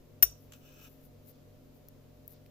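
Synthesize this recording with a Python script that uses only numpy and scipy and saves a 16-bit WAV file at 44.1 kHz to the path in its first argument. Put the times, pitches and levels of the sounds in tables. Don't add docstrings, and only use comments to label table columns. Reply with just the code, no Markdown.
import sys
import numpy as np
from scipy import signal
from scipy.fft import rfft, irfft, next_fast_len
from scipy.io import wavfile
from scipy.ndimage import map_coordinates

SR = 44100
rng = np.random.default_rng(int(sys.argv[2]) if len(sys.argv) > 2 else 0)


def unload_audio(sound):
    columns = np.transpose(np.atleast_2d(sound))
    steps = np.round(np.clip(columns, -1, 1) * 32767)
    wavfile.write(sys.argv[1], SR, steps.astype(np.int16))


N = 110250


def amp(db):
    return 10 ** (np.asarray(db) / 20)


def unit(x):
    return x / np.sqrt(np.mean(x ** 2) + 1e-20)


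def along(points, hz):
    f, v = np.transpose(points)
    return np.interp(np.log(hz + 1), np.log(f + 1), v)


def colour_of(points):
    return lambda f: amp(along(points, f))


def since(start):
    return np.maximum(np.arange(N) / SR - start, 0)


def attack(t, seconds):
    return 1 - np.exp(-t / seconds)


def fade(t, t60):
    return np.exp(-np.log(1000) * t / t60)


def pan(db):
    return amp(np.array([[.5], [-.5]]) * db)


def wobble(rate):
    points = rng.standard_normal(int(N * rate / SR) + 4)
    return map_coordinates(points, [np.arange(N) * rate / SR])


def filtered(x, response):
    m = next_fast_len(N + SR // 2)
    return irfft(rfft(x, m) * response(np.fft.rfftfreq(m, 1 / SR)), m)[..., :N]


def noise(colour, alike, lean=None):
    def mid_and_side(f):
        likeness = alike if np.isscalar(alike) else along(alike, f)
        angle = np.arccos(np.clip(likeness, -1, 1)) / 2 + 0 * f
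        return colour(f) * np.array([np.cos(angle), np.sin(angle)])

    mid, side = filtered(rng.standard_normal((2, N)), mid_and_side)
    pair = np.array([mid + side, mid - side])
    if lean:
        pair = filtered(pair, lambda f: pan(along(lean, f)))
    return unit(pair)


# (f/Hz, relative level/dB)
CRACK_COLOUR = [(150, -2.5), (300, -3), (490, 3), (600, -18), (800, -6), (1100, -10), (1450, 1), (1700, 3),
                (2300, -4), (2850, 1.5), (3200, -4.5), (3650, -2.5), (4350, -10.5), (5600, 6.5),
                (6200, -2.5), (7100, -1), (7600, -1.5), (8100, 0), (9000, -15), (10100, 6), (10750, -9),
                (11100, 4.5), (11500, 0.5), (12600, 0), (13100, -7.5), (13800, 1.5), (14400, -7),
                (15400, 1.5), (16000, -25)]
# (f/Hz, left-right level/dB)
CRACK_LEAN = [(1000, 5), (5500, -7), (7200, -2.5), (8200, 9), (11000, 10), (12500, 13), (15000, 4.5)]


def crack(start, level_db, contact_s):
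    grit = noise(colour_of(CRACK_COLOUR), .35, CRACK_LEAN)
    envelope = attack(since(start), 0.00043) * fade(since(start + contact_s), .024)
    return amp(level_db) * envelope * grit


NEEDLE_MODE_HZ = [3634, 5472, 5740, 5879, 6500, 7150, 8080, 10328, 11055, 11889, 12550, 13536, 15200]
# (level/dB relative to the knock's ring, t60/s, left-right level/dB)
NEEDLE_MODES = [(-48.5, 0.15, -1), (-34, 0.18, -7), (-44.5, .14, -2.5), (-26, 0.15, -1.5),
                (-44.5, 0.13, -7.5), (-34, .12, 2), (-45.5, 0.1, 6.5), (-36.5, 0.11, 14), (-34, 0.085, 5),
                (-28.5, .08, 21.5), (-38.5, 0.059, 8.5), (-40.5, 0.21, 9), (-38, .12, 18.5)]
RING_FLUTTER_DB, RING_FLUTTER_RAD = 5, .5


def needle_ring(start):
    t = since(start)
    out = np.zeros((2, N))
    for hz, (db, t60, pan_db) in zip(NEEDLE_MODE_HZ, NEEDLE_MODES):
        flutter = amp(RING_FLUTTER_DB * wobble(130))
        phase = 2 * np.pi * (hz * t + rng.random()) + RING_FLUTTER_RAD * wobble(150)
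        envelope = attack(t, 0.00043) * fade(t, t60)
        out += pan(pan_db) * amp(db) * envelope * flutter * np.sin(phase)
    return out


PING_HZ, PING_SAG_HZ, PING_SAG_S = 13535, 330, .003
PING_DB, PING_PAN_DB = -18.5, 26.5
PING_ATTACK_S, PING_HOLD_S, PING_T60_S = .0012, .009, .04


def needle_ping(start):
    t = since(start)
    envelope = attack(t, PING_ATTACK_S) * fade(since(start + PING_HOLD_S), PING_T60_S)
    cycles = PING_HZ * t + PING_SAG_HZ * PING_SAG_S * attack(t, PING_SAG_S)
    return amp(PING_DB) * pan(PING_PAN_DB) * envelope * np.sin(2 * np.pi * cycles)


# (f/Hz, level/dB relative to the knock's ring, t60/s)
SURFACE_MODES = [(35.4, -50, .35), (51.33, -38.5, 0.31), (136, -60.5, 0.074), (258, -43, 0.032),
                 (353, -47, 0.034)]


def surface_thud(start):
    t = since(start)
    modes = [amp(db) * fade(t, t60) * np.sin(2 * np.pi * hz * t) for hz, db, t60 in SURFACE_MODES]
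    return -pan(3) * sum(modes)


# (t/s, crack level/dB, ring level/dB, contact length/s)
KNOCK_TIMES = [(0.225, -21, -0.5, 0.0055)]
LAG_S = .00007


def knocks():
    cracks, rings = np.zeros((2, N)), np.zeros((2, N))
    for start, crack_db, ring_db, contact_s in KNOCK_TIMES:
        cracks += crack(start, crack_db, contact_s)
        rings += amp(ring_db) * (needle_ring(start) + needle_ping(start) + surface_thud(start))
    sides = np.array([[1], [-1]])
    return cracks, filtered(rings, lambda f: np.exp(1j * np.pi * f * LAG_S * sides))


# (t/s, level/dB)
TAP_TIMES = [(0.521, -48), (.5343, -49.5)]
# (f/Hz, relative level/dB)
TAP_COLOUR = [(600, -19), (1300, 2.5), (2000, -6), (3000, 4.5), (4200, -4.5), (5400, -8), (6300, 1),
              (6900, -4), (7500, 6.5), (8300, -20), (9500, -15), (11000, -8), (13500, -7), (15300, -11),
              (16000, -25)]
# (f/Hz, left-right level/dB)
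LIGHT_LEAN = [(1000, -2.5), (5000, 2.5), (8000, 2.5), (13000, 12)]


def taps():
    hits = 0
    for start, db in TAP_TIMES:
        t = since(start)
        hits += amp(db) * attack(t, 0.00036) * fade(t, 0.041)
    return hits * noise(colour_of(TAP_COLOUR), 0.34, LIGHT_LEAN)


# (t/s, level/dB before the grain)
DRAG_LEVEL = [(.3, -70), (0.451, -86), (.51, -74.5), (.555, -63), (0.588, -76.5), (.66, -61.5), (.72, -63),
              (.78, -63), (.82, -59), (.85, -56), (.88, -62), (.90, -79), (1.02, -78), (1.1, -110)]
# (f/Hz, width/Hz, relative level/dB)
DRAG_RESONANCES = [(1318.6, 130, 1.5), (1640, 45, 3), (2552, 220, 3.5), (3010, 130, 4), (3550, 560, -5),
                   (5580, 98, 3), (6010, 100, -0.5), (6400, 180, -1.5), (7520, 173, -2), (11000, 510, -13),
                   (12000, 123, 0), (13700, 130, 1), (15200, 140, -3)]


def drag():
    def body(f):
        response = 0
        for k, (centre, width, db) in enumerate(DRAG_RESONANCES):
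            peak = 1j * f * width / (centre * centre - f * f + 1j * f * width)
            response += (-1) ** k * amp(db) * peak
        return response

    level_db = np.interp(np.arange(N) / SR, *np.transpose(DRAG_LEVEL), left=-120)
    grain_db = 1 * wobble(120)
    return amp(level_db + grain_db) * noise(body, 0.21, LIGHT_LEAN)


# (t/s, snap level/dB, brightness/dB per octave above 2000 Hz, clack f/Hz, clack level/dB)
TICK_TIMES = [(1.8855, -40.5, 0, 5750, -50), (2.2781, -31.5, 8, 5890, -56),
              (2.462, -53, -12.5, 2620, -53.5)]
# (f/Hz, relative level/dB)
TICK_COLOUR = [(800, -35), (1800, -28.5), (2700, -10), (3600, -14), (4900, -4), (8500, -11), (11000, 4),
               (13500, 10), (15500, 9), (16500, -13)]


def ticks():
    out = np.zeros((2, N))
    for start, db, tilt_db, clack_hz, clack_db in TICK_TIMES:
        t = since(start)

        def colour(f):
            octaves = np.log2(np.maximum(f, 2000) / 2000)
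            return amp(along(TICK_COLOUR, f) + tilt_db * octaves)

        snap = noise(colour, 0.68, LIGHT_LEAN)
        out += amp(db) * attack(t, .0003) * fade(t, 0.01) * snap
        out += amp(clack_db) * fade(t, 0.0041) * np.sin(2 * np.pi * clack_hz * t)
    return out


# (t/s at the peak, level/dB, rise/s, fall/s)
SLIDE_STROKES = [(.42, -68.5, .04, 0.041), (.57, -68.5, 0.014, .03), (.86, -64.5, 0.04, .08),
                 (1.052, -62.5, 0.023, 0.0157), (1.3, -57, .03, 0.013), (1.77, -70.5, 0.027, 0.013),
                 (2.325, -59, 0.032, .012)]
# (f/Hz, relative level/dB)
SLIDE_COLOUR = [(1000, -32), (4000, -13.5), (7000, -13), (9000, -19.5), (11000, -5.5), (13200, -0.5),
                (15300, -2.5), (15900, -30)]
# (t/s at the peak, level/dB, rise/s, fall/s)
RUSTLE_STROKES = [(1.35, -77, 0.041, 0.042), (2.343, -71, 0.012, .025)]
# (f/Hz, relative level/dB)
RUSTLE_COLOUR = [(800, -21), (2800, 4), (5000, 7), (7000, -5), (9000, -13.5), (16000, -38)]
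GRAIN_DB, GRAIN_RATE = 2.5, 500


def rub(strokes, colour):
    t = np.arange(N) / SR
    level = 0
    for peak, db, rise, fall in strokes:
        width = np.where(t < peak, rise, fall)
        level += amp(db) * np.exp(-.5 * ((t - peak) / width) ** 2)
    friction = noise(colour_of(colour), .3, LIGHT_LEAN)
    return level * unit(amp(GRAIN_DB * wobble(GRAIN_RATE)) * friction)


def drifting_tone(hz):
    phase = 2 * np.pi * (hz * np.arange(N) / SR + rng.random())
    return np.sqrt(2) * np.sin(phase + 0.53 * wobble(8.5))


# (f/Hz, level/dB before the waver, waver/dB)
MOTOR_TONES = [(55, -72, 3.5), (145.9, -64, 0.4), (237, -71, 0), (265.2, -69, 1.5), (482, -80, 5),
               (602.7, -72, 1.5), (722, -81.5, 2.5)]


def motor_hum():
    return sum(amp(db + waver_db * wobble(8.964)) * drifting_tone(hz) for hz, db, waver_db in MOTOR_TONES)


# (t/s, level/dB)
MAINS_LEVEL = [(0, -79), (.15, -59), (.58, -62.5), (.72, -71), (.87, -64), (1.0, -75), (1.14, -59),
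               (1.3, -63), (1.38, -69), (1.52, -59.5), (1.78, -73), (1.95, -63), (2.5, -63)]


def mains_hum():
    level_db = np.interp(np.arange(N) / SR, *np.transpose(MAINS_LEVEL))
    return amp(level_db) * drifting_tone(100.6)


# (f/Hz, relative level/dB)
AIR_COLOUR = [(25, -1.5), (55, -7), (80, -4), (120, -13), (180, -9.5), (255, -4.5), (310, -10), (400, -9),
              (500, -7.5), (620, -13.5), (790, -21.5), (1000, -22.5), (1600, -28), (3000, -29.5),
              (5000, -31.5), (7000, -33.5), (9000, -40), (12500, -31), (15400, -30), (15900, -67)]
# (f/Hz, likeness from 0 to 1)
AIR_LIKENESS = [(60, 0.3), (200, 0.58), (500, 0.19), (1500, 0.13), (8000, 0.076)]


def room_noise():
    return amp(-60) * noise(colour_of(AIR_COLOUR), AIR_LIKENESS)


# (f/Hz, t60/s)
ROOM_DECAY = [(200, .3), (2000, 0.15), (6000, 0.31), (14000, 0.077)]


def room(x):
    hz, t, bands = signal.stft(rng.standard_normal((2, SR // 2)), SR, nperseg=256)
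    fading = bands * fade(t, along(ROOM_DECAY, hz)[:, None])
    tail = signal.istft(fading, SR, nperseg=256)[1]
    return signal.fftconvolve(x, tail / np.linalg.norm(tail[0]), axes=1)[:, :N]


def scene():
    cracks, rings = knocks()
    clicks = cracks + taps()
    echo = room(amp(-14) * clicks + amp(-18) * rings.mean(axis=0))
    needles = clicks + rings + echo + drag() + ticks()
    wool = rub(SLIDE_STROKES, SLIDE_COLOUR) + rub(RUSTLE_STROKES, RUSTLE_COLOUR)
    background = pan(0.94) * (motor_hum() + mains_hum() + room_noise())
    return needles + wool + background


def record(dry):
    return filtered(dry, lambda hz: np.clip((16500 - hz) / 500, 0, 1))


dry = scene()
out = record(dry)
unload_audio(out)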